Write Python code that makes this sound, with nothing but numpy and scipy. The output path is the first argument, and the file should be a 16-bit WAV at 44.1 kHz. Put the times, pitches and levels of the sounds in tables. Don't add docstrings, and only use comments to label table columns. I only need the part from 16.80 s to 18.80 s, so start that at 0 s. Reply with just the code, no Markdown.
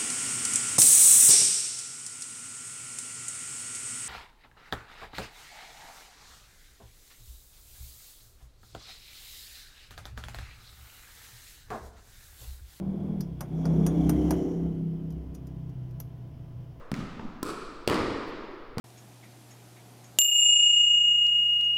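import sys
import numpy as np
from scipy import signal
from scipy.fft import rfft, irfft
from scipy.io import wavfile

SR = 44100
rng = np.random.default_rng(int(sys.argv[2]) if len(sys.argv) > 2 else 0)


def waveform_to_disk(signal):
    frames = np.transpose(np.atleast_2d(signal))
    scaled = np.clip(frames, -1, 1) * 32767
    samples = np.round(scaled).astype(np.int16)
    wavfile.write(sys.argv[1], SR, samples)


N = 88200


def undb(db):
    return 10 ** (np.asarray(db) / 20)


def unit(x):
    return x / np.sqrt(np.mean(x ** 2))


def fade(t, t60):
    return np.exp(-np.log(1000) * np.maximum(t, 0) / t60)


def hump(t, centre_s, width_s):
    return np.exp(-.5 * ((t - centre_s) / width_s) ** 2)


def along(points, hz):
    p = np.array(points, float)
    return np.interp(np.log(np.maximum(hz, 1)), np.log(p[:, 0]), p[:, 1])


def colour(x, points):
    size = 2 * N
    shape = undb(along(points, np.fft.rfftfreq(size, 1 / SR)))
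    cepstrum = irfft(np.log(shape))
    cepstrum[1:N] *= 2
    cepstrum[N + 1:] = 0
    response = np.exp(rfft(cepstrum))
    return irfft(rfft(x, size) * response)[:N]


def delay(x, s):
    return np.concatenate([np.zeros(max(int(s * SR), 0)), x])[:N]


def ball():
    # (time [s], what is hit, thump pitch [Hz], thump damping t60 [s], thump level [dB],
    # crack level [dB], ring level [dB], build-up of the ring [s])
    impacts = [(.1166, "floor", 195, .014, -21.5, -10.5, -33, 0.027),
               (0.6292, "racket", 288, 0.01, -20.5, -10, -35, 0.029),
               (1.0765, "wall", 431, 0.0046, -11, -2, -24, 0.016),
               (1.9825, "floor", 217, .01, -26, -9.5, -29.5, .018)]
    # (time [s], thump level [dB], crack level [dB])
    echoes = [(0.1315, 1, -30), (0.1513, -24, -20), (0.1643, -9, -17), (0.1905, -7, -18), (0.652, -7, -17),
              (0.6912, -10.5, -21), (1.085, -9, -10.5), (1.1, -10, -23), (1.0985, -29, -8),
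              (1.1157, -9, -23), (1.1325, -27, -35), (1.1430, -19, -12)]
    ring_colour = {"floor": [(35, -31), (60, -7), (214, -1.5), (309, -10), (339, -18.5), (381, -11.5),
                   (458, -21.5), (1050, -25), (1210, -17), (1330, -17.5), (1450, -24), (4840, -36),
                   (15000, -51.5)], "racket": [(47, -42), (80, -13.5), (177, -5.5), (225, -7), (269, -2),
                   (436, -3), (607, -13), (827, -18.5), (1030, -10), (1310, -3.5), (1600, -18),
                   (2090, -24.5), (2380, -17), (2780, -25), (4410, -22), (6860, -30.5), (7830, -23.5),
                   (15500, -38)], "wall": [(26, -49), (45, -4), (120, -3), (160, -5), (303, 0), (494, -5),
                   (712, -13.5), (1080, -9.5), (1220, -8), (1520, -16.5), (1990, -16), (2670, -22.5),
                   (5040, -26), (5970, -34), (8620, -35), (15500, -46)]}
    crack_colour = {"floor": [(60, -34), (450, -3.5), (700, 3.5), (1300, 1.5), (1750, -5), (2300, -9),
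                    (3200, -15), (5000, -8.5), (6500, -21), (8500, -14.5), (11000, -24), (15500, -24)],
                    "racket": [(60, -29), (750, -23), (1050, -5), (1500, -4.5), (2600, -20), (3600, -11.5),
                    (5500, -3.5), (7200, -12), (9000, -8), (11500, -16), (14500, -12.5)],
                    "wall": [(60, -16), (650, -2), (1000, -27), (1800, -8.5), (2600, 0), (3300, 5),
                    (3850, -10), (4700, 2), (6500, -16.5), (8000, -6.5), (10000, -15), (15500, -17)]}
    roughness = {"floor": (0.22, 0.013), "racket": (0.36, 0.024), "wall": (0.12, 0.015)}
    far_return = {"floor": (0.085, 0.011, 1.5), "racket": (0.072, 0.017, 2.7), "wall": (0.078, 0.01, 2.17)}
    # (frequency [Hz], level [dB], t60 [s])
    strings = [(1039, -33.5, 0.091), (1310, -37.5, 0.13), (1440, -51, 0.081)]
    # (frequency [Hz], level [dB])
    tick_colour = [(200, -19), (1500, -2), (2300, 1), (4000, 0), (6000, -4), (9000, -17), (15000, -20)]
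    echo_grit, echo_smear_s = 0.19, 0.011
    tick_s, tick_hz, tick_t60_s = .1410, 2210, 0.0033
    tick_db, tick_crack_db = -31, -19.5

    t = np.arange(N) / SR
    out = np.zeros(N)
    ends = [row[0] for row in impacts[1:]] + [np.inf]
    for (s, kind, hz, t60, thump_db, crack_db, ring_db, build_s), end in zip(impacts, ends):
        body = undb(thump_db) * thump(hz, t60)
        contact = undb(crack_db) * crack(crack_colour[kind], *roughness[kind])
        far_s, width_s, far_db = far_return[kind]
        ring_level = undb(ring_db + far_db * hump(t, far_s, width_s))
        ring = court(ring_colour[kind], build_s) * ring_level
        hit = body + contact + ring
        if kind == "racket":
            hit = hit + sum(undb(db) * mode(f, ring_s) for f, db, ring_s in strings)
        out += delay(hit, s)

        for echo_s, low_db, high_db in echoes:
            if s < echo_s < end:
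                edge = crack(crack_colour[kind], echo_grit, echo_smear_s)
                echo = undb(low_db) * body + undb(crack_db + high_db) * edge
                out += delay(echo, echo_s)

    tick = undb(tick_db) * thump(tick_hz, tick_t60_s)
    tick = tick + undb(tick_crack_db) * crack(tick_colour, *roughness["floor"])
    return out + delay(tick, tick_s)


def thump(hz, t60):
    t = np.arange(N) / SR
    swell = t * fade(t, t60)
    return -np.sin(2 * np.pi * hz * t) * swell / swell.max()


def crack(points, grit, t60):
    x = grit * rng.standard_normal(N) * fade(np.arange(N) / SR, t60)
    x[0] = -1
    x = colour(x, points)
    return x / np.sqrt(np.sum(x ** 2))


def mode(hz, t60):
    t = np.arange(N) / SR
    return np.sin(2 * np.pi * hz * t) * fade(t, t60)


def court(points, build_s=0.0096):
    first_echo_s, dense_s, echoes_per_s = 0.001, .05, 600
    bloom_db, bloom_s = 2.5, .06
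    scatter = 0.48

    t = np.arange(N) / SR
    chance = np.clip(echoes_per_s * (1 + (t / dense_s) ** 2) / SR, 1e-4, 1)
    signs = np.sign(rng.standard_normal(N))
    returns = signs * (rng.random(N) < chance) / np.sqrt(chance)
    returns = returns + scatter * rng.standard_normal(N)

    build_up = 1 - np.exp(-np.maximum(t - first_echo_s, 0) / build_s)
    bloom = undb(bloom_db * np.exp(-t / bloom_s))
    return die_away(unit(colour(returns, points))) * build_up * bloom


def die_away(x):
    # (frequency [Hz], t60 [s])
    court_t60 = [(60, 0.95), (170, 1.22), (350, 2.28), (700, 2.19), (1300, 1.99), (2500, 2.09),
                 (4500, 1.82), (8000, 0.98), (15000, 0.31)]
    t = np.arange(N) / SR
    f = np.fft.rfftfreq(N, 1 / SR)
    centres = np.geomspace(45, 16000, 18)
    spectrum = rfft(x)
    out = np.zeros(N)
    for hz, share in zip(centres, np.eye(len(centres))):
        band = irfft(spectrum * along(np.c_[centres, share], f), N)
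        out += band * fade(t, along(court_t60, hz))
    return out


def player():
    # (time [s], thud pitch [Hz], thud level [dB],
    # sole slap level [dB], board knock level [dB], ring level [dB])
    steps = [(0.3952, 182, -32, -15, -45, -44), (0.451, 210, -30, -42, -49, -52),
             (1.9720, 148, -22, -18.5, -31.5, -41)]
    # (frequency [Hz], level [dB])
    step_ring = [(50, 0), (130, 3.5), (250, 10.5), (450, -8), (1000, -3), (2000, -26), (6000, -32),
                 (15000, -56)]
    # (frequency [Hz], level [dB])
    sole = [(100, -1), (500, -1), (900, 3), (1300, -5), (2000, -8), (4000, -25), (7000, -41), (15000, -58)]
    step_t60_s, board_hz, board_t60_s = 0.013, 474, 0.084
    swing_s, swing_width_s, swing_db = 0.458, 0.013, -32.5
    scuff_s, scuff_width_s, scuff_db = 1.49, .016, -69.5

    t = np.arange(N) / SR
    out = np.zeros(N)
    for s, hz, thud_db, slap_db, board_db, ring_db in steps:
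        thud = undb(thud_db) * thump(hz, step_t60_s)
        slap = undb(slap_db) * crack(sole, grit=0.42, t60=0.026)
        knock = undb(board_db) * mode(board_hz, board_t60_s)
        ring = undb(ring_db) * court(step_ring)
        out += delay(thud + slap + knock + ring, s)

    push = undb(swing_db) * hump(t, swing_s, swing_width_s)
    hiss = unit(colour(rng.standard_normal(N), [(5000, -27), (10000, -4), (14000, -7)]))
    scuff = undb(scuff_db) * hiss * hump(t, scuff_s, scuff_width_s)
    return out + push + scuff


def background():
    # (frequency [Hz], level [dB])
    air_colour = [(20, 5.5), (35, -3.5), (60, -13), (120, -17), (350, -22), (700, -25.5), (1300, -17),
                  (2500, -33.5), (5000, -48.5), (8000, -59.5), (15000, -55)]
    # (frequency [Hz], level [dB])
    last_shot_colour = [(120, -46), (200, -13), (569, -4.5), (829, -19), (1070, -5), (1590, -25),
                        (1670, -24), (3680, -33.5), (5270, -37.5), (12000, -48), (15600, -65),
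                        (22000, -120)]
    air_db, last_shot_db = -46.5, -51
    air = undb(air_db) * unit(colour(rng.standard_normal(N), air_colour))
    last_shot = die_away(unit(colour(rng.standard_normal(N), last_shot_colour)))
    return air + undb(last_shot_db) * last_shot


def scene():
    return (ball() + player() + background())[None]


def record(dry):
    top_hz = 16300
    low_pass = signal.ellip(10, .2, 80, top_hz, fs=SR, output="sos")
    return signal.sosfilt(low_pass, dry)


dry = scene()
out = record(dry)
waveform_to_disk(out)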